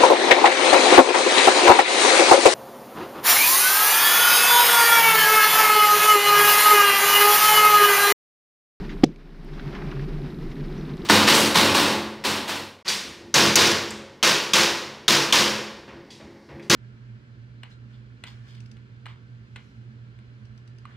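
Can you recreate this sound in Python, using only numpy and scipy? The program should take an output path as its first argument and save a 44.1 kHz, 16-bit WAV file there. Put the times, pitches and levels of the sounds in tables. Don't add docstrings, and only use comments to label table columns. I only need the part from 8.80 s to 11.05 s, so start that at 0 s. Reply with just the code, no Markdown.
import sys
import numpy as np
from scipy import signal
from scipy.fft import rfft, irfft, next_fast_len
from scipy.io import wavfile
from scipy.ndimage import uniform_filter1d, minimum_filter1d, map_coordinates

SR = 44100
rng = np.random.default_rng(int(sys.argv[2]) if len(sys.argv) > 2 else 0)


def materialize(psi):
    bounded = np.clip(np.atleast_2d(psi).T, -1, 1)
    quanta = np.round(bounded * 32767).astype(np.int16)
    wavfile.write(sys.argv[1], SR, quanta)


def decibels_to_gain(level_db):
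    exponent = np.asarray(level_db, float) / 20
    return 10 ** exponent


N = 99225


def unit(x):
    return x / np.sqrt(np.mean(x ** 2) + 1e-20)


def curves(rows):
    times, *columns = np.transpose(rows)
    return [np.interp(np.arange(N) / SR, times, column) for column in columns]


def wobble(rate):
    points = rng.standard_normal(int(N * rate / SR) + 4)
    return map_coordinates(points, [np.arange(N) * rate / SR])


def noise(count):
    return rng.standard_normal(count)


def coloured(x, points):
    size = next_fast_len(x.shape[-1] + 8192)
    f, db = np.transpose(points)
    log_hz = np.log(np.fft.rfftfreq(size, 1 / SR) + 1)
    gain = decibels_to_gain(np.interp(log_hz, np.log(f), db, left=-120, right=-120))
    return irfft(rfft(x, size) * gain, size)[..., :x.shape[-1]]


def ring(modes, t, scatter_db):
    out = np.zeros(len(t))
    for hz, db, t60 in modes:
        level_db = db + scatter_db * rng.standard_normal()
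        out += decibels_to_gain(level_db - 60 * t / t60) * np.sin(2 * np.pi * hz * t)
    return out


def tone(hz):
    return np.sqrt(2) * np.sin(2 * np.pi * np.cumsum(hz) / SR)


def add(out, s, x):
    part = out[round(s * SR):][:len(x)]
    part += x[:len(part)]


# (t/s, level/dB)
FORK_BOUNCE = [(0, -36), (.76, -33), (.92, -43.5), (1.07, -35), (1.12, -38), (1.37, -30.5), (1.52, -54),
               (1.67, -30), (1.76, -46), (1.84, -32), (2.1, -46)]
# (t/s, level/dB)
LOW_HUM = [(.12, -44), (.17, -51), (.59, -47.5), (.74, -32.5), (.78, -50.5), (.88, -31), (.91, -57),
           (1.09, -31), (1.12, -59), (1.16, -31.5), (1.3, -46.5), (1.36, -31.5), (1.5, -34), (1.57, -55),
           (1.69, -32), (1.745, -50), (1.8, -31.5), (1.91, -36), (2.02, -39), (2.12, -31.5), (2.18, -49.5)]
# (t/s, tread rumble level/dB, grit hiss level/dB)
TYRE_CONTACT = [(0, -33.5, -47.5), (.2, -38.5, -51), (.8, -38, -48.5), (.97, -36, -46), (1.17, -33.5, -48),
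                (1.35, -35.5, -49.5), (1.65, -34.5, -53.5), (1.85, -34.5, -50), (2.25, -34, -50)]
# (f/Hz, relative level/dB)
TREAD_COLOUR = [(40, -1), (55, -11.5), (86, -20.5), (115, -20), (150, -6.5), (226, -10.5), (400, -12),
                (480, -25), (620, -35)]
BOUNCE_HZ, BOUNCE_WANDER_HZ = 29.2, 2.66
HUM_HZ, HUM_WANDER_HZ, HUM_ROUGH_DB = 147.4, 6.46, 3.5


def frame():
    bounce_db, = curves(FORK_BOUNCE)
    hum_db, = curves(LOW_HUM)
    tread_db = curves(TYRE_CONTACT)[0]
    bounce = tone(BOUNCE_HZ + BOUNCE_WANDER_HZ * wobble(5.4))
    hum_roughness = decibels_to_gain(HUM_ROUGH_DB * wobble(25.38))
    hum = unit(hum_roughness * tone(HUM_HZ + HUM_WANDER_HZ * wobble(18)))
    tread = unit(decibels_to_gain(0.72 * wobble(21.92)) * coloured(noise(N), TREAD_COLOUR))
    return decibels_to_gain(bounce_db) * bounce + decibels_to_gain(hum_db) * hum + decibels_to_gain(tread_db) * tread


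# (f/Hz, relative level/dB)
HISS_COLOUR = [(450, -6.5), (650, -2), (1960, -5), (3460, -12.5), (5300, -15.5), (7000, -31),
               (10000, -38.5)]
STONES_PER_S, STONE_HZ = 460, 2180
STONES_DB, STONE_SPREAD_DB = -5, 2.5


def grit():
    level_db = curves(TYRE_CONTACT)[1]
    hiss = unit(decibels_to_gain(1.76 * wobble(39.56)) * coloured(noise(N), HISS_COLOUR))
    place, pitch, loudness = np.split(rng.random((int(STONES_PER_S * N / SR), 3)), 3, axis=1)
    hz = STONE_HZ * np.exp(1.44 * (pitch - .5) * 2)
    k = np.arange(128)
    grain = np.exp(-hz * k / SR / 0.64) * np.sin(2 * np.pi * hz * k / SR)
    grain = decibels_to_gain(-STONE_SPREAD_DB * np.log(loudness + 0.0018)) * grain
    at = (place * N).astype(int) + k
    grains = np.bincount(at.ravel(), grain.ravel(), N + 128)[:N]
    stones = unit(coloured(grains, HISS_COLOUR))
    return decibels_to_gain(level_db) * (hiss + decibels_to_gain(STONES_DB) * stones)


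SCRAPE_S, SCRAPE_HALF_S, SCRAPE_DB = 1, 0.15, -47.5


def scrape():
    t = np.arange(N) / SR
    dull = coloured(noise(N), [(750, -6.5), (2600, -17.5)])
    rough = unit(decibels_to_gain(3.0 * wobble(89.8)) * dull)
    swell = np.exp(-((t - SCRAPE_S) / SCRAPE_HALF_S) ** 2)
    return decibels_to_gain(SCRAPE_DB) * swell * rough


# (t/s, level/dB, time to fall 20 dB/s, pitch f/Hz)
STONE_CRUNCHES = [(0.092, -40.5, 0.051, 1800), (0.3586, -34, 0.007, 2220), (0.794, -35, 0.013, 1650),
                  (0.9277, -37.5, 0.015, 1240), (0.9488, -38, 0.045, 1630), (1.1139, -31.5, 0.0083, 1680),
                  (1.123, -34, 0.015, 990), (1.1936, -39, 0.024, 1580), (1.716, -40.5, 0.012, 1890),
                  (1.806, -37.5, 0.0089, 1840), (1.7659, -43, 0.0077, 1590), (2.169, -46, 0.0056, 3630)]
# (f as a multiple of the pitch, relative level/dB)
CRUNCH_TONE = [(.6, -12), (1, 4), (2.4, -11), (4, -24)]


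def crunches():
    out, t = np.zeros(N), np.arange(4410) / SR
    for s, db, length, hz in STONE_CRUNCHES:
        jumps_db = 2.35 * noise(len(t) // 40 + 1).repeat(40)[:len(t)]
        crackle = noise(len(t)) * decibels_to_gain(jumps_db)
        crunch = unit(coloured(crackle, np.multiply(CRUNCH_TONE, [hz, 1])))
        envelope = (1 - np.exp(-t / 0.0011)) * decibels_to_gain(-20 * t / length)
        add(out, s, decibels_to_gain(db) * crunch * envelope)
    return out


# (t/s, signed push, crack level/dB, crack pitch f/Hz)
KNOCK_CONTACTS = [(0.2348, .75, -28, 2500), (.2369, -1.9, -13, 2500), (.2388, .55, -11, 4700),
                  (0.2408, -.6, -13, 3200), (0.2434, .4, -14, 5300), (.2655, .02, -35, 4000)]
# (f/Hz, level/dB, time to fall 60 dB/s)
HOUSING_MODES = [(276.4, 4, 0.016), (153.7, -15, 0.22), (246, -40, 0.17), (326, -9, 0.045),
                 (463, -11.5, 0.072), (719, -13.5, 0.031)]
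# (f as a multiple of the pitch, relative level/dB)
CRACK_TONE = [(.3, -20), (.65, -3), (1.1, 0), (1.5, -13), (3.2, -45)]
CRACK_T60_S, THUMP_RISE_S = 0.0083, .0015
RATTLE_DB, RATTLE_T60_S = -32, 0.19
THUD_DB, THUD_T60_S = -14, 0.24
KNOCK_LOW_HZ = 146


def knock():
    out, t = np.zeros(N), np.arange(SR // 4) / SR
    for s, push, crack_db, hz in KNOCK_CONTACTS:
        fade = decibels_to_gain(-60 * t / CRACK_T60_S) + decibels_to_gain(RATTLE_DB - 60 * t / RATTLE_T60_S)
        crack = unit(coloured(noise(len(t)), np.multiply(CRACK_TONE, [hz, 1])))
        crack = decibels_to_gain(crack_db) * crack * fade * (1 - np.exp(-t / 0.00013))
        thump = push * (1 - np.exp(-t / THUMP_RISE_S)) * ring(HOUSING_MODES, t, scatter_db=0.5)
        add(out, s, thump + crack)
    thud = unit(coloured(noise(len(t)), TREAD_COLOUR))
    add(out, KNOCK_CONTACTS[-2][0], decibels_to_gain(THUD_DB - 60 * t / THUD_T60_S) * thud)
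    return signal.sosfilt(signal.butter(2, KNOCK_LOW_HZ, "high", fs=SR, output="sos"), out)


# (t/s, level/dB)
EVERY_FIFTH_CLICK = [(.085, -50), (.318, -48), (.551, -48), (.7837, -48), (1.0207, -46), (1.2457, -49),
                     (1.4612, -43.5), (1.6712, -48), (1.8832, -46), (2.0957, -41), (2.302, -43)]
# (f/Hz, relative level/dB, time to fall 60 dB/s)
HUB_MODES = [(3830, 0, .016), (4150, -4, .012), (3520, -4, .012)]
CLICK_SCATTER_DB = 1


def freehub():
    out, t = np.zeros(N), np.arange(1500) / SR
    times, levels_db = np.transpose(EVERY_FIFTH_CLICK)
    row = np.arange(len(times))
    click = np.arange(5 * len(times) - 5) / 5
    for s, db in zip(np.interp(click, row, times), np.interp(click, row, levels_db)):
        level = decibels_to_gain(db + CLICK_SCATTER_DB * rng.standard_normal())
        rise = 1 - np.exp(-t / 0.00036)
        add(out, s, level * rise * ring(HUB_MODES, t, scatter_db=CLICK_SCATTER_DB))
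    return out


# (t/s, level/dB, lowest f/Hz, highest f/Hz)
BRIGHT_TICKS = [(0.647, -53, 7060, 15000), (1.706, -58, 4800, 8500)]
SQUEAK_S, SQUEAK_HZ, SQUEAK_DB, SQUEAK_T60_S = 1.976, 5900, -51.5, .1


def bright_bits():
    out, t = np.zeros(N), np.arange(4410) / SR
    for s, db, low_hz, high_hz in BRIGHT_TICKS:
        tick = unit(coloured(noise(len(t)), [(low_hz, 0), (high_hz, 0)]))
        add(out, s, tick * decibels_to_gain(db - 60 * t / 0.013))
    hz = SQUEAK_HZ * (1 - 0.075 * np.exp(-t / 0.0039)) + 70 * wobble(370)[:len(t)]
    envelope = decibels_to_gain(SQUEAK_DB - 60 * t / SQUEAK_T60_S) * (1 - np.exp(-t / 0.0017))
    add(out, SQUEAK_S, envelope * np.sin(2 * np.pi * np.cumsum(hz) / SR))
    return out


def scene():
    mid = frame() + grit() + scrape() + crunches() + knock() + freehub() + bright_bits()
    return np.array([mid, mid])


# (f/Hz, relative level/dB)
PREAMP_COLOUR = [(200, -17.5), (15500, -11)]
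SHARED_NOISE_DB, OWN_NOISE_DB = -73, -72
WHINE_HZ, WHINE_DB = 10519, -82


def preamp_noise():
    shared, *own = unit(coloured(rng.standard_normal((3, N)), PREAMP_COLOUR))
    whine = np.sin(2 * np.pi * WHINE_HZ * np.arange(N) / SR)
    return decibels_to_gain(SHARED_NOISE_DB) * shared + decibels_to_gain(OWN_NOISE_DB) * np.array(own) + decibels_to_gain(WHINE_DB) * whine


THRESHOLD_DB, SLOPE = -8, 0.81
ATTACK_S, HOLD_S, RELEASE_DB_PER_S = 0.011, 0.21, 26.5
DUCK_JITTER_DB = .35


def gain_control(x):
    t = np.arange(N) / SR
    peak_db = 20 * np.log10(np.abs(x[0]) + 1e-9)
    need_db = -SLOPE * np.maximum(peak_db - THRESHOLD_DB, 0)
    hold, attack = int(HOLD_S * SR) | 1, int(ATTACK_S * SR) | 1
    held_db = minimum_filter1d(need_db, hold, origin=hold // 2)
    recovery_db = RELEASE_DB_PER_S * t
    gain_db = np.minimum.accumulate(held_db - recovery_db) + recovery_db
    gain_db = uniform_filter1d(np.minimum(gain_db, 0), attack, origin=attack // 2)
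    apart_db = DUCK_JITTER_DB * wobble(120) * np.clip(-gain_db, 0, 1)
    return x * decibels_to_gain(np.array([gain_db + apart_db, gain_db - apart_db]))


def roll_off(x):
    return signal.sosfilt(signal.butter(12, 15470, fs=SR, output="sos"), x)


def record(dry):
    ducked = gain_control(dry + preamp_noise())
    clipped = np.clip(ducked, -1, 1)
    return roll_off(clipped)


dry = scene()
out = record(dry)
materialize(out)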